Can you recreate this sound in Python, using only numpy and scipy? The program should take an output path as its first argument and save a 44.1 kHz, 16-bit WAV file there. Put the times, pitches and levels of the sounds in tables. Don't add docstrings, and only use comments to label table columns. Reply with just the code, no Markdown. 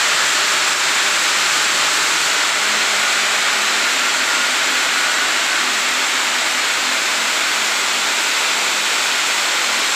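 import sys
import numpy as np
from scipy import signal
from scipy.fft import rfft, irfft
from scipy.io import wavfile
from scipy.ndimage import uniform_filter1d, map_coordinates

SR = 44100
rng = np.random.default_rng(int(sys.argv[2]) if len(sys.argv) > 2 else 0)


def transcribe(u):
    v = np.clip(np.atleast_2d(u).T, -1, 1)
    q = np.round(v * 32767).astype(np.int16)
    wavfile.write(sys.argv[1], SR, q)


N = 438785


def undb(db):
    return 10 ** (np.asarray(db) / 20)


def unit(x):
    return x / np.sqrt(np.mean(x ** 2))


def curve(rows):
    knot_s, *columns = np.transpose(rows)
    t = np.arange(N) / SR
    return np.array([np.interp(t, knot_s, column) for column in columns])


def walk(rate_hz):
    hold = int(SR / rate_hz)
    steps = np.repeat(rng.standard_normal(N // hold + 1), hold)
    smooth = uniform_filter1d(uniform_filter1d(steps, hold), hold)
    return unit(smooth[:N])


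def colour(x, *shapes):
    size = 8192
    bins_hz = np.maximum(np.arange(size // 2 + 1) * SR / size, 1)
    gain_db = sum(np.interp(np.log(bins_hz), np.log(hz), db) for hz, db in shapes)
    cepstrum = irfft(gain_db * np.log(10) / 20)
    cepstrum[1:size // 2] *= 2
    cepstrum[size // 2 + 1:] = 0
    response = irfft(np.exp(rfft(cepstrum)))
    return signal.fftconvolve(x, response)[:N]


def ring(x, hz, width_hz):
    b, a = signal.iirpeak(hz, hz / width_hz, fs=SR)
    once = signal.lfilter(b, a, x)
    return signal.lfilter(b, a, once)


BEANS_PER_S = 30000


def beans(scatter_db):
    hit = rng.random(N) < BEANS_PER_S / SR
    strength = undb(scatter_db * rng.exponential(size=N))
    push = np.tanh(rng.standard_normal(N))
    return hit * strength * push


# f/Hz, level/dB
PHONE = [(2500, -0.5), (2900, -3), (3600, -3), (4400, -5), (4750, -7.5), (6000, -9.5), (6800, -8),
         (7450, -5.5), (7800, -7.5), (8500, -14.5), (9200, -19), (10000, -22), (14000, -28), (15400, -30)]


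def part(shape, clump_db, corner_hz):
    blows = beans(scatter_db=1.5)
    highpass = signal.butter(N=2, Wn=corner_hz, btype="high", fs=SR, output="sos")
    ticks = signal.sosfilt(highpass, blows)
    clumps = undb(clump_db * (walk(24) + .5 * walk(70)))
    clumped = blows + (clumps - 1) * ticks
    return unit(colour(clumped, shape, np.transpose(PHONE)))


# f/Hz, then density/(dB per Hz) for spiral, rim, wall, chute
PARTS = [(20, -50, -52, -55, -51), (100, -25, -28, -29, -29), (187, -22.5, -24, -21.5, -26.5),
         (335, -9, -13, -9, -10.5), (423, -12.5, -11.5, -13, -11), (700, -10.5, -7.5, -7.5, -7.5),
         (840, -4.5, -4, -5.5, -4.5), (1010, -5, -8, -4.5, -5.5), (1220, -1, -2.5, -2, -4),
         (1720, -1, -1.5, -1, -3.5), (2500, -2, -2.5, -1.5, -2), (5000, -0.5, -2.5, -2, -2),
         (9000, -0.5, -2.5, -2.5, -2), (15400, -1.5, -3, -1.5, 0)]


def metal_parts():
    hz, *colours_db = np.transpose(PARTS)
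    return [part((hz, db), clump_db=0.6, corner_hz=4500) for db in colours_db]


# t/s, view (0 spiral, 1 rim, 2 wall, 3 chute)
VIEW = [(0, 0.3), (1, -0.2), (2.2, 0), (2.7, 0.7), (3.3, 1.12), (4, 1.8), (5.5, 2), (7.4, 2.5), (8.2, 3),
        (9.95, 3)]
ASIDE_DB = -11
FAR_DB = -16


def facing():
    steps_aside = curve(VIEW) - np.arange(4)[:, None]
    power = undb(ASIDE_DB * steps_aside ** 2) ** 2 + undb(FAR_DB) ** 2
    return power / power.sum(axis=0)


def bounces(x, lags_s, sway, echo_db):
    out = x
    for lag_s in lags_s:
        read_at = np.arange(N) - SR * lag_s * (1 + sway * walk(1.5))
        echo = map_coordinates(x, [read_at], order=3, mode="mirror")
        out = out + undb(echo_db) * echo
    return unit(out)


# t/s, level/dB
RUSH = [(0.0, -16), (2.4, -16.5), (6.9, -18), (9.95, -17.5)]
# t/s, depth/dB
DIPS = [(0.735, 3), (2.434, 0.5), (2.503, 2)]
RECOVER_S = 0.068


def flow_db():
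    t = np.arange(N) / SR
    db = curve(RUSH)[0]
    for start_s, depth_db in DIPS:
        db = db - depth_db * (t >= start_s) * np.exp(-np.abs(t - start_s) / RECOVER_S)
    return db


def rush(share):
    direct = sum(np.sqrt(power) * sound for power, sound in zip(share, metal_parts()))
    echoed = bounces(direct, lags_s=(.0009, .0019, .0043, .0071), sway=0.1495, echo_db=-25)
    return undb(flow_db()) * echoed


# f/Hz, single-pass width/Hz, then level/dB facing spiral, rim, wall, chute
DRUM = [(156.4, 11, -53, -59, -69, -63), (169.5, 14, -54, -62, -66, -62), (256, 10, -70, -51, -43.5, -51),
        (297.4, 22, -48, -62, -49, -50.5), (398, 32, -44.5, -42, -46, -49),
        (602.7, 58, -39.5, -42, -43.5, -49), (657, 34, -48.5, -41.5, -42.5, -44),
        (1437, 230, -30, -27.5, -32.5, -30.5), (2156, 250, -39, -53, -32.5, -40)]


def drum(share):
    out = 0
    for hz, width_hz, *levels_db in DRUM:
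        mode = unit(ring(beans(scatter_db=1.5), hz, width_hz))
        level = np.sqrt(undb(levels_db) ** 2 @ share)
        out = out + mode * level
    return out


# t/s, level/dB rms
HUM = [(0, -55.5), (2.3, -55), (2.85, -42.5), (3.45, -56), (3.65, -46.5), (4.25, -56), (4.6, -48.5),
       (5.35, -58), (5.75, -49), (6.1, -56), (6.7, -58), (6.98, -44), (7.3, -51), (8.25, -48), (9.3, -53),
       (9.95, -54)]
HUM_HZ = 213.3


def hum():
    pitch_hz = HUM_HZ + 2.35 * walk(15)
    phase = 2 * np.pi * np.cumsum(pitch_hz) / SR
    level_db = curve(HUM)[0] + 3.8 * walk(11)
    return np.sqrt(2) * undb(level_db) * np.sin(phase)


# start t/s, length t/s, start f/Hz before waver, level/dB rms before soft ends
TONE = [(.52, .13, 1286, -29), (1.521, .11, 1218, -30), (3.0, .13, 1448, -29), (3.97, .14, 1368, -29),
        (4.25, .233, 1410, -24.5), (4.71, .13, 1441, -26), (4.93, .39, 1455, -27),
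        (5.48, .103, 1520, -25.5), (7.44, .13, 1525, -29)]
CLIMB_HZ_PER_S = 74.4


def tone():
    out = np.zeros(N)
    waver_hz = 4 * walk(20)
    for start_s, length_s, hz, db in TONE:
        a, b = int(start_s * SR), int((start_s + length_s) * SR)
        glide_hz = hz + CLIMB_HZ_PER_S * np.arange(b - a) / SR
        phase = 2 * np.pi * np.cumsum(glide_hz + waver_hz[a:b]) / SR
        fade = signal.windows.tukey(b - a, .25)
        out[a:b] += np.sqrt(2) * undb(db) * np.sin(phase) * fade
    return out


def scene():
    share = facing()
    mono = rush(share) + drum(share) + hum() + tone()
    return np.array([mono, mono])


TOP_HZ = 15440


def record(dry):
    rounded = np.tanh(.4 * dry) / .4
    lowpass = signal.ellip(16, .2, 80, TOP_HZ, fs=SR, output="sos")
    return signal.sosfilt(lowpass, rounded)


dry = scene()
out = record(dry)
transcribe(out)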